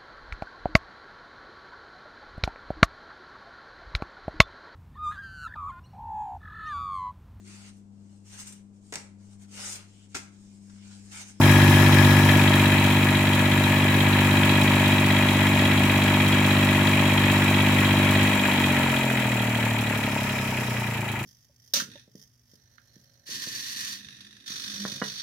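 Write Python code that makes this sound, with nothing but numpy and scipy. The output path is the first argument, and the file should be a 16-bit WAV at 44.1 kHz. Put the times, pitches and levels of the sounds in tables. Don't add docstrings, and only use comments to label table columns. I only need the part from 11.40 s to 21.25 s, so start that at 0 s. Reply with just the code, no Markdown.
import sys
import numpy as np
from scipy import signal
from scipy.fft import rfft, irfft, next_fast_len
from scipy.io import wavfile
from scipy.ndimage import uniform_filter1d

SR = 44100
rng = np.random.default_rng(int(sys.argv[2]) if len(sys.argv) > 2 else 0)


def int16_out(signal):
    q = np.round(np.clip(np.atleast_2d(signal).T, -1, 1) * 32767)
    wavfile.write(sys.argv[1], SR, q.astype(np.int16))


N = 434385
TIME = np.arange(N) / SR
CYLINDERS, CYCLE_DEG, IDLE_FIRING_HZ = 3, 720, 49.1
LEFT_RIGHT = np.array([[1], [-1]])


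def amp(db):
    return 10 ** (np.asarray(db) / 20)


def follow(rows, column=1):
    rows = np.asarray(rows, float)
    return np.interp(TIME, rows[:, 0], rows[:, column])


def spectrum_at(points, hz):
    f, value = np.transpose(points)
    return np.interp(np.log(hz + 1), np.log(f + 1), value)


def swell(middle_s, half_s):
    return np.exp(-((TIME - middle_s) / half_s) ** 4)


def steady(pair):
    power = uniform_filter1d(uniform_filter1d(pair.mean(0) ** 2, size=10800), size=10800)
    return pair / np.sqrt(abs(power) + 1e-20)


# t/s, firing rate/Hz
FIRING_RATE = [(0, 49.0), (2, 49.0), (2.5, 49.12), (5.5, 49.24), (6.65, 49.16), (6.95, 50.07), (7.4, 46.36),
               (8.0, 39.13), (8.3, 37.84), (8.9, 33.54), (9.4, 29.46), (9.85, 26.1)]

def crank_angle():
    return CYCLE_DEG * np.cumsum(follow(FIRING_RATE)) / SR / CYLINDERS


# middle t/s, half length/s, share of idle fuel
FUEL_CATCHES = [(7.327, 0.23, 0.73), (8.22, 0.14, 0.2)]

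def starvation(cut_s=6.85, drain_s=0.15):
    supply = np.clip(1 - (TIME - cut_s) / drain_s, 0, 1)
    catches = sum(share * swell(s, half_s) for s, half_s, share in FUEL_CATCHES)
    return 1 - np.clip(supply + catches, 0, 1)


# t/s, nearness to the manifold 0-1, block level/dB over the resting place
MIC_PATH = [(0, 0.88, 3), (.7, 0.86, 2.5), (1.15, 0.28, 2), (1.85, 0.18, -0.5), (2.6, 0.27, -0.16),
            (3.2, 0.08, 0.8), (3.8, 0, -0.2), (9.85, 0, 0)]

def loudness(idle_db, speed_power, starved_db=0, manifold_db=0):
    place_db = manifold_db * follow(MIC_PATH) + follow(MIC_PATH, column=2)
    speed = follow(FIRING_RATE) / IDLE_FIRING_HZ
    return amp(idle_db + starved_db * starvation() + place_db) * speed ** speed_power


def close_pan(left_db):
    return amp(left_db * follow(MIC_PATH) * LEFT_RIGHT)


# f/Hz, correlation (clipped to 0-1)
PORT_LIKENESS = [(100, 1.5), (300, 0.9), (500, 1.03), (1000, 0.78), (2400, 0.43), (3300, 0), (4500, 0.07),
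                 (8000, 0.05), (15000, -0.15)]
# f/Hz, left minus right level/dB
PORT_BALANCE = [(200, 1.5), (500, 0.5), (1000, 2.5), (1700, 3.5), (2500, 1.5), (3600, -1), (5000, -3.5),
                (7500, -8), (10000, 12.5), (15000, 4)]
# f/Hz, width/Hz, lift/dB
METAL_RESONANCES = [(1870, 62, 3), (2483, 25, 3.5), (3450, 55, 0.5), (3880, 69, 2), (5225, 69, 6.5),
                    (7400, 65, 1)]

def at_microphone(pair, colour, low_cut_hz=48):
    size = next_fast_len(N + 4096)
    hz = np.fft.rfftfreq(size, 1 / SR)
    shared, apart = rfft(pair, size)
    likeness = np.clip(spectrum_at(PORT_LIKENESS, hz), 0, 1)
    lean = amp(spectrum_at(PORT_BALANCE, hz) / 2)
    right = likeness * shared + np.sqrt(1 - likeness ** 2) * apart
    ports = np.array([shared * lean, right / lean])
    ring_db = sum(db / (1 + (2 * (hz - f) / width) ** 2) for f, width, db in METAL_RESONANCES)
    low_cut = hz ** 3 / (hz ** 3 + low_cut_hz ** 3)
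    response = low_cut * amp(spectrum_at(colour, hz) + ring_db)
    return steady(irfft(ports * response, size)[:, :N])


def strikes(crank, degrees, jitter_s, scatter_db):
    times = np.interp(np.arange(degrees, crank[-1], CYCLE_DEG), crank, TIME)
    late, force = rng.standard_normal((len(times), 2)).T
    return np.clip(((times + jitter_s * late) * SR).astype(int), 0, N - 1), scatter_db * force


def blows(crank, table, rise_s, rough, scatter_db, jitter_s, room_db, room_s):
    t = np.arange(SR // 8) / SR
    alike, power = np.zeros((2, N)), np.zeros(N)
    room_tail = amp(room_db) * np.exp(-t / room_s)
    for degrees, db, decay_s in table:
        struck, force_db = strikes(crank, degrees, jitter_s, scatter_db)
        clicks = np.zeros(N)
        clicks[struck] = amp(db + force_db)
        fade = (1 - np.exp(-t / rise_s)) * np.hypot(np.exp(-t / decay_s), room_tail)
        alike += signal.oaconvolve(clicks[None], fade * rng.standard_normal((2, len(t))), axes=1)[:, :N]
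        power += signal.oaconvolve(clicks ** 2, fade ** 2)[:N]
    chatter = np.sqrt(rough * abs(power)) * rng.standard_normal((2, N))
    return np.sqrt(1 - rough) * alike + chatter


def pipe_response(points, hz):
    grid = np.fft.rfftfreq(8192, 1 / SR)
    log_gain = np.log(amp(spectrum_at(points, grid)))
    lag = signal.hilbert(np.r_[log_gain, log_gain[-2:0:-1]]).imag[:len(grid)]
    return np.interp(hz, grid, np.exp(log_gain - 1j * lag))


# f/Hz, level/dB
EXHAUST_RESPONSE = [(25, -41), (49, -22), (75, -13), (98, 0.5), (147, -1), (190, -20.5), (245, -5),
                    (295, -13), (344, -7.5), (393, -30), (520, -15.5), (700, -47)]
INTAKE_RESPONSE = [(25, -53.5), (60, -18.5), (90, -14), (116, 6.5), (129, 1.5), (141, -2.5), (163, -21),
                   (196, 1), (235, 1), (280, -3.5), (340, -14), (420, -22), (700, -31)]
GUST_SPECTRUM = [(15, -45), (35, -33), (60, -13), (110, 0), (170, -4.5), (280, -0.5), (380, -7.5),
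                 (520, -17), (900, -38)]

def pipe_throb(crank, exhaust_deg=32, intake_deg=16, uneven=0.2, strongest_deg=560, gust_db=-36):
    firing_hz = follow(FIRING_RATE)
    phase = np.radians(crank) * CYLINDERS / 2
    exhaust = loudness(idle_db=-27.5, speed_power=1.2, starved_db=-15.5, manifold_db=7.0)
    intake = loudness(idle_db=-30.0, speed_power=1.6, starved_db=-0.3, manifold_db=-6.5)
    pulses = np.zeros(N)
    for strength, response, degrees in ((-exhaust, EXHAUST_RESPONSE, exhaust_deg),
                                        (intake, INTAKE_RESPONSE, intake_deg)):
        pipe_phase = phase - np.radians(degrees) * CYLINDERS / 2
        for k in range(1, 13):
            overtone = pipe_response(response, k * firing_hz) * np.exp(1j * k * pipe_phase)
            pulses += strength * overtone.real / (1 + (k / 8) ** 8)
    lope = 1 + uneven * np.cos(np.radians(crank - strongest_deg) / 2)
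    firings = phase / (2 * np.pi)
    draws = rng.standard_normal(int(firings[-1]) + 2)
    waver = 1 + 0.03 * np.interp(firings, np.arange(len(draws)), draws)
    gust = at_microphone(rng.standard_normal((2, N)) * (1 + 0.045 * np.sin(phase)), GUST_SPECTRUM)
    flow = np.hypot(exhaust, intake)
    return np.sqrt(2) * pulses * lope * waver + amp(gust_db) * np.sqrt(flow / flow.mean()) * gust


def off_centre(pair, lean_db=0.09, near_lean_db=0.16, lag_s=0.00004, near_lag_s=0.00006):
    left = np.interp(TIME - lag_s - near_lag_s * follow(MIC_PATH), TIME, pair[0])
    return np.array([left, pair[1]]) * amp(lean_db * LEFT_RIGHT) * close_pan(near_lean_db)


# crank/deg, level/dB, decay/s
VALVE_BLOWS = [(17.37, -4, 0.003), (49.5, 0, 0.0019), (246, -2.5, 0.00066), (274.2, -1.5, 0.0011),
               (486.4, -5.5, 0.0043), (508.8, -3, 0.001)]
# f/Hz, level/dB
VALVE_SPECTRUM = [(220, -6), (380, -3), (480, -6.5), (560, -3), (620, -1.5), (680, -6), (760, -3),
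                  (850, -0.5), (925, 2.5), (1020, -5.5), (1170, -7.5), (1290, -4.5), (1450, -11.5),
                  (2400, -34)]
# multiple of the firing rate, level/dB
VALVE_HUM = [(9, -19), (11, -22), (12, -22), (13, -14.5), (15, -17.5), (17, -13), (18, -12.5), (20, -23),
             (22, -14.5)]

def valve_bark(crank, crack_db=-0.9, crack_deg=42, spread_rad=0.63):
    drive = blows(crank, VALVE_BLOWS, rise_s=0.00053, rough=0.29, scatter_db=0.5, jitter_s=0.00005,
                  room_db=-13.0, room_s=0.046)
    cracks = amp(crack_db) * at_microphone(drive, VALVE_SPECTRUM)
    phase = np.radians(crank - crack_deg) * CYLINDERS / 2
    hum = sum(amp(db) * np.cos(k * phase + spread_rad * rng.standard_normal()) for k, db in VALVE_HUM)
    firing_hz = follow(FIRING_RATE)
    hum *= np.sqrt(2) * (firing_hz / firing_hz.max()) ** 5
    return (cracks + hum) * loudness(idle_db=-29.0, speed_power=1.25, starved_db=-1.1, manifold_db=1.3)


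# crank/deg, level/dB, decay/s
BLOCK_BLOWS = [(124.16, 0.5, 0.0074), (151.6, -3.5, 0.0065), (193.9, 3.5, 0.0046), (362, 0.5, 0.0011),
               (390, 5.5, 0.0031), (430, -2, 0.0023), (608.6, -7, 0.009), (666, 3.5, 0.005)]
# f/Hz, level/dB
BLOCK_SPECTRUM = [(790, -22), (1350, -5.5), (1530, -8.5), (1690, 0), (1800, -5.5), (1950, 0), (2120, -3),
                  (2390, 1.5), (2560, -1), (2830, -7.5), (3000, -6), (3900, -47), (6600, -120)]

def block_knock(crank, ring_db=-31, ring_hz=1700):
    drive = blows(crank, BLOCK_BLOWS, rise_s=0.00037, rough=0.58, scatter_db=1.85, jitter_s=0.0001,
                  room_db=-6, room_s=0.044)
    gain = loudness(idle_db=-27.0, speed_power=1.61, starved_db=-1.0, manifold_db=-4.5)
    block = at_microphone(drive, BLOCK_SPECTRUM) * gain
    ring = steady(signal.lfilter(*signal.iirpeak(ring_hz, Q=12, fs=SR), block))
    manifold = ring * follow(MIC_PATH) * amp(ring_db)
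    return (block + manifold) * close_pan(left_db=3)


# crank/deg, level/dB, decay/s
GEAR_BLOWS = [(175, -0.5, 0.0054), (408.3, 4.5, 0.005), (660, -1, 0.0043)]
# f/Hz, level/dB
GEAR_SPECTRUM = [(1650, -32), (2800, -4), (2890, -14), (3180, 3), (3310, 0), (3380, -4), (3570, -3.5),
                 (3680, -14), (3800, 0), (3980, -3.5), (4250, -13.5), (4600, -16.5), (5980, -45),
                 (10100, -120)]

def gear_rattle(crank):
    drive = blows(crank, GEAR_BLOWS, rise_s=0.0014, rough=0.83, scatter_db=1.85, jitter_s=0.0005,
                  room_db=-12.5, room_s=0.072)
    gain = loudness(idle_db=-34.1, speed_power=2.17, starved_db=-2.0, manifold_db=-1.3)
    return at_microphone(drive, GEAR_SPECTRUM) * gain * close_pan(left_db=-2)


# crank/deg, level/dB, decay/s
INJECTOR_BLOWS = [(120, 5.5, 0.0026), (187.4, -1.5, 0.017), (361.5, 7.5, 0.0035), (432, -1, 0.0051),
                  (605, 7.5, 0.0048), (663, 2.5, 0.0081)]
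# f/Hz, level/dB
INJECTOR_SPECTRUM = [(2590, -18), (4400, -1), (4930, -8.5), (5370, -5.5), (5610, -3), (6630, -3.5),
                     (7190, 1), (9030, -7), (10200, -5), (13500, -7), (15200, -1.5), (16000, -9.5)]

def injector_tick(crank):
    drive = blows(crank, INJECTOR_BLOWS, rise_s=0.00058, rough=0.8, scatter_db=1.4, jitter_s=0.0001,
                  room_db=-6.5, room_s=0.039)
    gain = loudness(idle_db=-39.0, speed_power=1.46, starved_db=-0.5, manifold_db=0.3)
    return at_microphone(drive, INJECTOR_SPECTRUM) * gain * close_pan(left_db=1.8)


# crank/deg, f/Hz, level/dB, decay/s, change without fuel/dB
METAL_PINGS = [(44.9, 620, 2.5, 0.0068, 3), (270.6, 605, -0.5, 0.0064, 3), (502.6, 630, -4, 0.012, 3),
               (49.4, 920, -2.5, 0.0077, 1), (365, 1960, -3, 0.0075, -1), (405.5, 2477, 0, 0.0092, 1),
               (175, 2477, -4.5, 0.011, 6), (409.7, 3290, -2, 0.011, -3.5), (665, 3290, -11, 0.012, -2),
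               (414.3, 3880, -10, 0.01, -7), (185, 5260, -20, 0.013, -6), (435, 5260, -19.5, 0.012, -5),
               (122.3, 7340, -17, 0.009, 9), (610, 7340, -18, 0.0078, 2)]

def metal_pings(crank, scatter_db=1.6, jitter_s=0.0003, rise_s=0.00057, port_phase_rad=0.28):
    t = np.arange(SR // 10) / SR
    out, starved = np.zeros((2, N)), starvation()
    for degrees, hz, db, decay_s, starved_db in METAL_PINGS:
        struck, force_db = strikes(crank, degrees, jitter_s, scatter_db)
        clicks = np.zeros(N)
        clicks[struck] = amp(db + force_db + starved_db * starved[struck])
        fade = (1 - np.exp(-t / rise_s)) * np.exp(-t / decay_s)
        ring = fade * np.sin(2 * np.pi * hz * t + port_phase_rad * LEFT_RIGHT)
        lean = amp(spectrum_at(PORT_BALANCE, hz) / 2 * LEFT_RIGHT)
        out += signal.oaconvolve(clicks[None], ring, axes=1)[:, :N] * lean
    return out * loudness(idle_db=-26.0, speed_power=2.2, manifold_db=-6.5)


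# middle t/s, half length/s, level/dB
RUB_SPELLS = [(0.3, 0.77, -39), (9.055, 0.52, -47.5)]
# f/Hz, level/dB
RUB_SPECTRUM = [(3500, -35), (4800, -3), (5500, -1.5), (6400, -6.5), (8000, -18), (11000, -11),
                (16000, -16)]

def belt_rub():
    spells = sum(amp(db) * swell(s, half_s) for s, half_s, db in RUB_SPELLS)
    return at_microphone(rng.standard_normal((2, N)), RUB_SPECTRUM) * spells


# multiple of its pitch, level/dB
DRONE_HARMONICS = [(1, -4), (3, -1), (4, 3.5)]

def nearby_drone(start_s=4.05, rise_s=0.14, hold_s=0.18, fade_s=0.37, hz=74, sag_hz_per_s=17, gain_db=-34):
    age = np.maximum(TIME - start_s, 0)
    pitch_hz = np.maximum(hz - sag_hz_per_s * age, hz / 2)
    phase = 2 * np.pi * np.cumsum(pitch_hz) / SR
    shape = np.minimum(age / rise_s, 1) * np.exp(-np.maximum(age - rise_s - hold_s, 0) / fade_s)
    return amp(gain_db) * shape * sum(amp(db) * np.sin(k * phase) for k, db in DRONE_HARMONICS)


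def scene():
    crank = crank_angle()
    metal = block_knock(crank) + gear_rattle(crank) + injector_tick(crank) + metal_pings(crank)
    return off_centre(pipe_throb(crank)) + valve_bark(crank) + metal + belt_rub() + nearby_drone()


def record(dry):
    low_pass = signal.firwin(511, cutoff=15950, window=("kaiser", 9), fs=SR)
    return signal.oaconvolve(dry, low_pass[None], "same")


dry = scene()
out = record(dry)
int16_out(out)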